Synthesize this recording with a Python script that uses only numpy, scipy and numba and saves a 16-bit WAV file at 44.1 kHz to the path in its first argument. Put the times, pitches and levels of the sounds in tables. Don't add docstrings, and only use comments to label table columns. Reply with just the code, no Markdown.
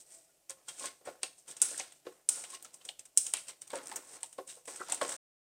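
import sys
import numpy as np
from scipy import signal
from scipy.fft import rfft, irfft
from scipy.io import wavfile
from numba import njit

SR = 44100
rng = np.random.default_rng(int(sys.argv[2]) if len(sys.argv) > 2 else 0)


def boost_factor(decibels):
    exponent = np.asarray(decibels, float) / 20
    return 10 ** exponent


def int16_out(signal):
    q = np.round(np.clip(np.atleast_2d(signal).T, -1, 1) * 32767)
    wavfile.write(sys.argv[1], SR, q.astype(np.int16))


N = 240477


def colour(x, points):
    hz, db = np.transpose(points)
    bins_hz = np.fft.rfftfreq(8192, 1 / SR)
    log_gain = np.interp(np.log(bins_hz + 1), np.log(hz), db) * np.log(10) / 20
    cepstrum = irfft(log_gain)
    cepstrum[1:4096] *= 2
    cepstrum[4097:] = 0
    impulse = irfft(np.exp(rfft(cepstrum)))
    return signal.fftconvolve(x, impulse)[:len(x)]


def band(x, lo_hz, hi_hz):
    return signal.sosfilt(signal.butter(2, [lo_hz, hi_hz], "band", fs=SR, output="sos"), x)


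def unit(x):
    return x / np.sqrt(np.mean(x ** 2))


def fade(t, t60):
    return boost_factor(-60 * t / t60)


def seconds(length_s):
    return np.arange(int(length_s * SR)) / SR


def add(out, s, x):
    i = int(s * SR)
    out[i:i + len(x)] += x[:N - i]


def grit(rate_hz, spread_db, smear_s):
    size = np.minimum(rng.exponential(size=N), 4)
    slips = (rng.random(N) < rate_hz / SR) * boost_factor(spread_db * size)
    power = signal.lfilter([1], [1, -np.exp(-1 / (smear_s * SR))], slips ** 2)
    return unit(rng.standard_normal(N) * np.sqrt(power))


# (frequency [Hz], density [dB per Hz])
HUM_TONE = [(15, -14.5), (30, -7.5), (70, -16), (160, -5), (220, -14), (300, -6), (480, -7), (640, -1.5),
            (790, -8), (930, -13), (1600, -19), (2700, -14), (3900, -17.5), (4700, -14), (8600, -10),
            (11000, -15), (15200, -16.5), (16500, -39.5)]


def kitchen():
    return boost_factor(-63.5) * unit(colour(rng.standard_normal(N), HUM_TONE))


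def room(x):
    t = seconds(0.4)
    tail = rng.standard_normal(len(t)) * fade(t, 0.45) * (t > 0.004)
    tail = tail / np.sqrt(np.sum(tail ** 2))
    return boost_factor(-11) * signal.fftconvolve(x, tail)[:N]


# (time [s], frequency [Hz], level
# [dB], t60 [s])
LONE_RINGS = [(1.48, 150, -64, .2), (1.62, 150, -62, .2), (1.71, 295, -56, .2), (2.5, 390, -65, .5),
              (3.17, 300, -60, .2), (.7, 3800, -58, .15), (.13, 663, -57.5, .3), (.16, 660, -59, .5),
              (0.141, 330, -64, 0.49), (.02, 1930, -70, 1.5), (1.09, 520, -50, .35), (.86, 2140, -52, .2),
              (.29, 1430, -62, .1), (1.232, 2690, -44.5, .1), (1.232, 782, -48, .05),
              (4.802, 1352, -38.5, .08), (.49, 537, -49, 0.3), (0.683, 3220, -39.5, 0.078),
              (.684, 3700, -54, 0.051), (1.618, 1430, -40, 0.05), (2.064, 362.6, -36.5, 0.089),
              (2.441, 2850, -46, 0.051), (2.53, 1085, -42, 0.088), (2.549, 2870, -40.5, 0.024),
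              (2.811, 3100, -47.5, 0.034), (3.703, 2200, -48, 0.055), (3.745, 533, -32, 0.13),
              (4.801, 1960, -45.5, 0.098), (5.013, 3200, -36, 0.05), (2.29, 1440, -56.5, 0.4),
              (4.385, 381, -39, 0.13), (5.02, 1085, -41.5, 0.16)]


def rings():
    t = seconds(0.6)
    out = np.zeros(N)
    for s, hz, db, t60 in LONE_RINGS:
        build_up = np.minimum(t / (0.078 * t60), 1)
        add(out, s, boost_factor(db) * np.sin(2 * np.pi * hz * t) * fade(t, t60) * build_up)
    return out


# (time [s], peak [dB], upper modes [dB re peak],
# low mode under the grip [Hz], upper mode under the grip [Hz])
BOX_KNOCKS = [(.498, -60, 8, 530, 1045), (.678, -58, 7, 502, 1407), (.806, -50.5, 4, 537, 1060),
              (.838, -37.5, 2.5, 548, 1065), (1.009, -50, -9, 633, 800), (1.072, -30.5, -5.5, 582, 1067),
              (1.23, -38.5, -19, 752, 790), (1.616, -45, 8, 512, 1430), (1.712, -43, -4, 577, 1410),
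              (1.798, -39, -23, 780, 780), (2.066, -34, -8.5, 488, 1080), (2.289, -53.5, 7, 552, 1445),
              (2.37, -52, 5, 546, 1404), (2.857, -57, -16, 496, 1080), (3.336, -44, 8, 485, 1000),
              (3.483, -54, -4, 537, 1020), (3.732, -28.5, .3, 567, 927), (4.108, -51.5, -21.5, 480, 1460),
              (4.384, -30, -4, 528, 1100), (4.569, -50.5, -3, 490, 790), (4.677, -37, -2.5, 473, 1005),
              (4.803, -36, 4, 374, 1330), (4.886, -51, 2.5, 677, 1110), (5.019, -26.5, -2.5, 502, 1097)]
# (frequency [Hz], level [dB])
LOW_BODY = [(305, -7.5), (365, -9.5), (395, -3), (465, -6.5), (507, 2.5), (532, -0.5), (566, -1.5),
            (690, -1), (760, -1.5)]
# (frequency [Hz], level [dB])
HIGH_BODY = [(850, -1), (910, -9), (990, -5), (1075, 2), (1105, -12.5), (1260, -6.5), (1375, -4),
             (1464, -2.5), (1700, -5.5)]


def knocks():
    t = seconds(0.3)
    out = np.zeros(N)
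    chance = rng.standard_normal((len(BOX_KNOCKS), 44))
    thud = unit(band(rng.standard_normal(N), 150, 2450))
    for (s, db, upper_db, grip_hz, upper_hz), draw in zip(BOX_KNOCKS, chance):
        t60 = 0.095 + 0.012 * max(-44 - db, 0)
        modes = [(grip_hz, 4), (upper_hz, upper_db + 4.5)] + LOW_BODY
        modes = modes + [(hz, level + upper_db) for hz, level in HIGH_BODY]
        ring = np.zeros(len(t))
        for (hz, level), level_draw, pitch_draw in zip(modes, draw[::2], draw[1::2]):
            tone = np.sin(2 * np.pi * hz * (1 + pitch_draw / 100) * t)
            ring += boost_factor(level + 2 * level_draw) * tone * fade(t, t60 * (550 / hz) ** 0.5)
        thud_here = np.roll(thud, -int(s * SR))[:len(t)]
        ring += boost_factor(-2.5) * thud_here * fade(t, 0.61 * t60)
        add(out, s, boost_factor(db - 10.5) * ring * np.minimum(t / 0.0044, 1))
    return out


# (time [s], peak [dB], centre [Hz], t60 [s])
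CRUMBS = [(.8348, -34, 8000, .008), (1.2316, -26, 5000, .006), (1.6215, -11, 8400, .025),
          (1.627, -18, 8200, .015), (1.6433, -28, 8200, .008), (4.9222, -15, 8300, .012),
          (1.655, -29, 8200, .008), (4.9458, -23, 8200, .008), (3.3371, -16, 8300, .015),
          (1.707, -31, 7500, .015), (1.792, -31, 6500, .008), (1.7973, -23, 6000, .01),
          (1.803, -33, 2400, .02), (1.743, -42, 1650, .03), (2.3274, -31, 8200, .008),
          (2.3357, -30, 8200, .008), (2.4383, -36, 7500, .008), (2.4505, -43, 2900, .02),
          (2.6468, -38, 6500, .008), (2.647, -47, 1400, .07), (2.8882, -30, 3500, .012),
          (2.888, -48, 700, .08), (3.1742, -8, 8200, .02), (3.183, -17, 8200, .012),
          (3.2152, -28, 8200, .008), (2.6258, -37, 8500, .03), (3.2655, -26, 7500, .02),
          (2.2895, -14, 8200, .02), (3.348, -38, 2700, .06), (3.378, -40, 2700, .04),
          (3.917, -38, 850, .04), (3.9615, -28, 7000, .03), (4.2312, -27, 8000, .012),
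          (4.232, -46, 850, .05), (4.498, -44, 3300, .04), (2.549, -37, 5500, .015), (4.68, -44, 2000, .06),
          (4.797, -43, 1500, .04), (4.813, -33, 1300, .05), (4.887, -40, 850, .02),
          (4.8991, -29, 8000, .01), (4.922, -36, 800, .05), (5.0128, -28, 600, .04),
          (5.0155, -33, 3100, .03), (5.0162, -28, 8000, .01), (5.046, -37, 550, .06),
          (1.084, -38, 560, .05), (2.05, -48, 400, .05), (2.098, -47, 380, .08), (1.6172, -13, 8500, .015)]


def chips():
    t = seconds(0.1)
    out = np.zeros(N)
    for s, db, hz, t60 in CRUMBS:
        noise = rng.standard_normal(len(t))
        burst = band(noise * fade(t, t60), hz / 1.2, hz * 1.2)
        burst = band(burst, hz / 1.3, hz * 1.3)
        add(out, s, boost_factor(db) * burst / np.max(np.abs(burst)))
    return out


# (time [s], peak [dB], thin hiss above 11 kHz [dB re peak])
FLICKS = [(0.5064, -18, -37), (1.2318, -13, -50), (1.5134, -37, -32), (1.6172, -12, -36),
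          (2.2904, -14, -17), (2.6254, -30, -10), (2.993, -36, -28), (3.1742, -10, -36), (3.3373, -8, -38),
          (3.619, -23, -35), (3.6778, -28.5, -25), (3.7038, -27, -33), (3.718, -29, -30),
          (3.7323, -26, -24), (3.7563, -17, -37), (3.7647, -31, -27), (3.776, -26, -32), (3.7814, -37, -30),
          (3.8588, -27, -32), (3.8711, -19, -31), (3.8822, -28, -29), (3.8924, -29, -31),
          (3.8974, -28, -29), (3.926, -25, -21), (3.9589, -23, -9), (4.2312, -22, -36), (4.4975, -34, -33),
          (4.9216, -20, -26), (4.9452, -18, -32), (5.0301, -15.5, -38)]
# (frequency [Hz], density [dB per Hz])
TEETH_TONE = [(880, -40), (1500, -21.5), (1930, -25.5), (2130, -21), (3380, -15), (4610, -13.5),
              (5750, -4.5), (6360, -5.5), (7300, -2.5), (8200, 3.5), (8900, 2.5), (9800, -10), (11400, -21),
              (15200, -24), (16000, -26), (16500, -67)]


def ticks():
    t = seconds(0.06)
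    click, hiss = np.zeros((2, N))
    for s, db, hiss_db in FLICKS:
        noise = rng.standard_normal(len(t))
        burst = noise * fade(t, 0.0039)
        add(click, s, boost_factor(db + 10) * burst / np.sqrt(np.sum(burst ** 2)))
        add(hiss, s, boost_factor(db + hiss_db - 4) * noise * fade(t, 0.05))
    return colour(click, TEETH_TONE) + band(hiss, 10500, 17000)


# (time [s], peak [dB], mid [dB re peak], low [dB re peak], t60 [s])
STRONG_TEARS = [(.495, -28, -21, -45, .14), (.7949, -30.5, -17, -42, .14), (.8562, -24, -18, -27, .11),
                (1.2318, -30, 6, -9, .074), (1.5112, -27, -14, -43, .043), (1.6165, -12, -20.5, -49, .13),
                (1.7773, -21.5, -31, -20, .073), (1.7964, -27, 0, -9.5, .064),
                (2.2886, -11, -38, -36.5, .1), (2.8893, -30.5, 7, -22, .044),
                (2.993, -29.5, -16.5, -26, .082), (3.1738, -7, -46.5, -37, .1), (3.2648, -24, -13, -42, .1),
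                (3.3369, -19, -4, -15.5, .058), (3.9136, -31.5, -1.5, -3, .088),
                (3.9584, -25, -18, -20, .13), (4.2306, -30.5, -4, -18, .1), (4.8845, -30, -16, -21, .05),
                (4.8965, -29, -10.5, -8.5, .13), (4.9212, -17, -10, -19.5, .11),
                (4.9455, -30, -25.5, -44, .09), (5.0123, -21, -1.5, 3, .074),
                (5.0908, -26, -14, -13.5, .14), (5.1188, -28, -11, -13, .2)]
# (time [s], peak [dB], mid [dB re peak], t60 [s])
SMALL_NICKS = [(.683, -32.5, -11, .29), (1.2177, -50, .3, .1), (1.4784, -37.5, -11, .19),
               (1.566, -36.5, -14, .23), (1.601, -39.5, -9, .079), (1.921, -40, -6.5, .12),
               (2.4381, -34.5, .3, .12), (2.501, -35.5, -25, .25), (2.5478, -40, 2.5, .042),
               (2.6254, -47, -14, .11), (2.6466, -38, -12, .13), (2.7324, -44.5, -17, .11),
               (2.7412, -33.5, -27, .091), (2.8123, -54, 8.5, .16), (2.8504, -32.5, -14.5, .13),
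               (3.053, -38.5, -12, .17), (3.1672, -34, -16, .049), (3.3687, -32.5, -4, .15),
               (3.482, -33, -16, .18), (3.6734, -42.5, -16, .2), (3.702, -41, 4.5, .13),
               (4.206, -41, -8, .14), (4.2594, -41.5, -24, .11), (4.3273, -39, -13, .17),
               (4.38, -50, 2.5, .11), (4.4747, -37, -22, .17), (4.6544, -34, -15, .099),
               (4.676, -35, -6.5, .1), (4.7591, -31.5, -15, .1)]


def snaps():
    t = seconds(0.3)
    shake = np.zeros((3, N))
    nicks = [(s, db, mid_db, mid_db - 9, t60) for s, db, mid_db, t60 in SMALL_NICKS]
    for s, db, mid_db, low_db, t60 in STRONG_TEARS + nicks:
        rise_s = 0.0011 + 0.00015 * max(low_db + 15, 0)
        shape = fade(t, 0.25 * t60) + boost_factor(-9.5) * fade(t, t60)
        shape = shape * np.minimum(t / rise_s, 1)
        for row, rel_db in zip(shake, (0, mid_db, low_db)):
            add(row, s, shape * boost_factor(db + rel_db))
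    slips = grit(5000, 1.5, 0.0008)
    top = unit(colour(slips, TEETH_TONE))
    mid = unit(band(band(slips, 2100, 4800), 1900, 5200))
    low = unit(band(slips, 700, 2040))
    return boost_factor(-9) * shake[0] * top + boost_factor(-8) * shake[1] * mid + boost_factor(-4.5) * shake[2] * low


def pressure(s, db, swell_s, die_s):
    t = np.arange(0, N, 32) / SR
    lag = t - s[:, None]
    fall = np.where(lag < 0, -lag / swell_s[:, None], lag / die_s[:, None])
    power = np.sum(boost_factor(2 * db)[:, None] * 10 ** (-2 * fall), axis=0)
    return np.interp(np.arange(N) / SR, t, np.sqrt(power))


# (time of most pressure [s], level [dB], swell over 20 dB [s], die over 20 dB [s])
SKIM_SPELLS = [(0., -48.5, .01, .05), (.13, -52, .13, .22), (.695, -50.5, .05, .11), (.774, -49, .006, .2),
               (.856, -43, .14, .035), (1.055, -53, .01, .13), (1.236, -45.5, .015, .06),
               (1.385, -54, .02, .07), (1.494, -46.5, .034, .076), (1.635, -37, .022, .17),
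               (1.797, -45, .065, .07), (1.97, -60, .15, .04), (2.136, -62, .085, .17),
               (2.315, -40, .02, .245), (2.547, -46.5, .06, .034), (2.64, -57, .012, .11),
               (2.738, -59, .027, .13), (2.898, -52.5, .15, .05), (3.19, -41, .025, .2),
               (3.338, -46, .01, .14), (3.494, -47, .05, .037), (3.618, -48, .008, .03),
               (3.754, -51, .12, .085), (3.826, -53.5, .01, .5), (4.158, -48, .2, .04),
               (4.24, -56, .05, .25), (4.498, -45.5, .036, .13), (4.68, -46.5, .02, .35),
               (5.03, -45.5, .05, .36), (5.094, -42, .027, .14)]
# (time of most pressure [s],
# sheet rasp [dB], box rumble [dB], swell over 20 dB [s], die over 20 dB [s])
COARSE_SPELLS = [(.12, -66, -70, .12, .3), (.505, -51, -59, .016, .04), (.688, -50.5, -58.5, .008, .07),
                 (.862, -46.5, -49, .14, .08), (1.06, -59, -51, .02, .17), (1.236, -47, -55, .012, .07),
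                 (1.494, -58, -57.5, .05, .3), (1.635, -48.5, -53, .06, .3), (1.797, -47, -55, .04, .13),
                 (2.068, -58, -53, .015, .05), (2.31, -58, -57, .02, .8), (2.547, -51, -55, .07, .06),
                 (2.652, -53, -57, .006, .06), (3.338, -44, -58, .006, .09), (3.494, -51.5, -60, .06, .09),
                 (3.76, -52.5, -44, .05, .1), (3.972, -59, -50, .3, .15), (4.17, -59, -56, .25, .12),
                 (4.39, -63, -58, .04, .05), (4.498, -55.5, -63, .04, .13), (4.68, -55.5, -53.5, .008, .6),
                 (4.919, -46.5, -48, .09, .12), (5.048, -43, -39, .05, .04), (5.094, -50, -50, .02, .2),
                 (.585, -72, -63, .05, .12),
    (.675, -62, -70, .03, .02),
    (2.055, -64, -58, .015, .03),
    (2.12, -72, -62, .03, .25),
    (3.005, -62, -68, .01, .05),
    (3.27, -56, -59, .03, .07),
    (3.62, -59, -66, .01, .12),
]


def scrape():
    s, rasp_db, box_db, swell_s, die_s = np.transpose(COARSE_SPELLS)
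    fine = colour(grit(2500, 2.8, 0.0008), TEETH_TONE)
    coarse = grit(1200, 2.5, 0.001)
    rasp = band(coarse, 1200, 5600)
    box = sum(boost_factor(db) * band(coarse, hz - 25, hz + 18) for hz, db in LOW_BODY + HIGH_BODY)
    box = unit(box) + boost_factor(6.5) * unit(band(coarse, 270, 2000))
    out = unit(fine) * pressure(*np.transpose(SKIM_SPELLS))
    out += unit(rasp) * pressure(s, rasp_db, swell_s, die_s)
    return out + unit(box) * pressure(s, box_db, swell_s, die_s)


def scene():
    near = rings() + knocks() + chips() + ticks() + snaps() + scrape()
    return band(kitchen() + room(near) + near, 30, 20000)[None]


@njit
def follow(x, attack, release):
    out, e = np.empty(len(x)), 0.
    for i in range(len(x)):
        e += (abs(x[i]) - e) * (attack if abs(x[i]) > e else release)
        out[i] = e
    return out


def top_cut(x):
    return signal.sosfilt(signal.butter(12, 16810, fs=SR, output="sos"), x)


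def record(dry):
    level = follow(dry[0], 1 / (0.0013 * SR), 1 / (0.013 * SR))
    ahead = np.roll(level, -int(0.0043 * SR))
    gate = np.minimum(np.maximum(level, ahead) / boost_factor(-42.5) + 0.0013, 1) ** 0.51
    end = np.clip((5.166 - np.arange(N) / SR) / 0.002, 0, 1)
    mic = signal.sosfilt(signal.ellip(6, 0.5, 34, 15800, fs=SR, output="sos"), dry)
    return top_cut(mic * gate * end)


dry = scene()
out = record(dry)
int16_out(out)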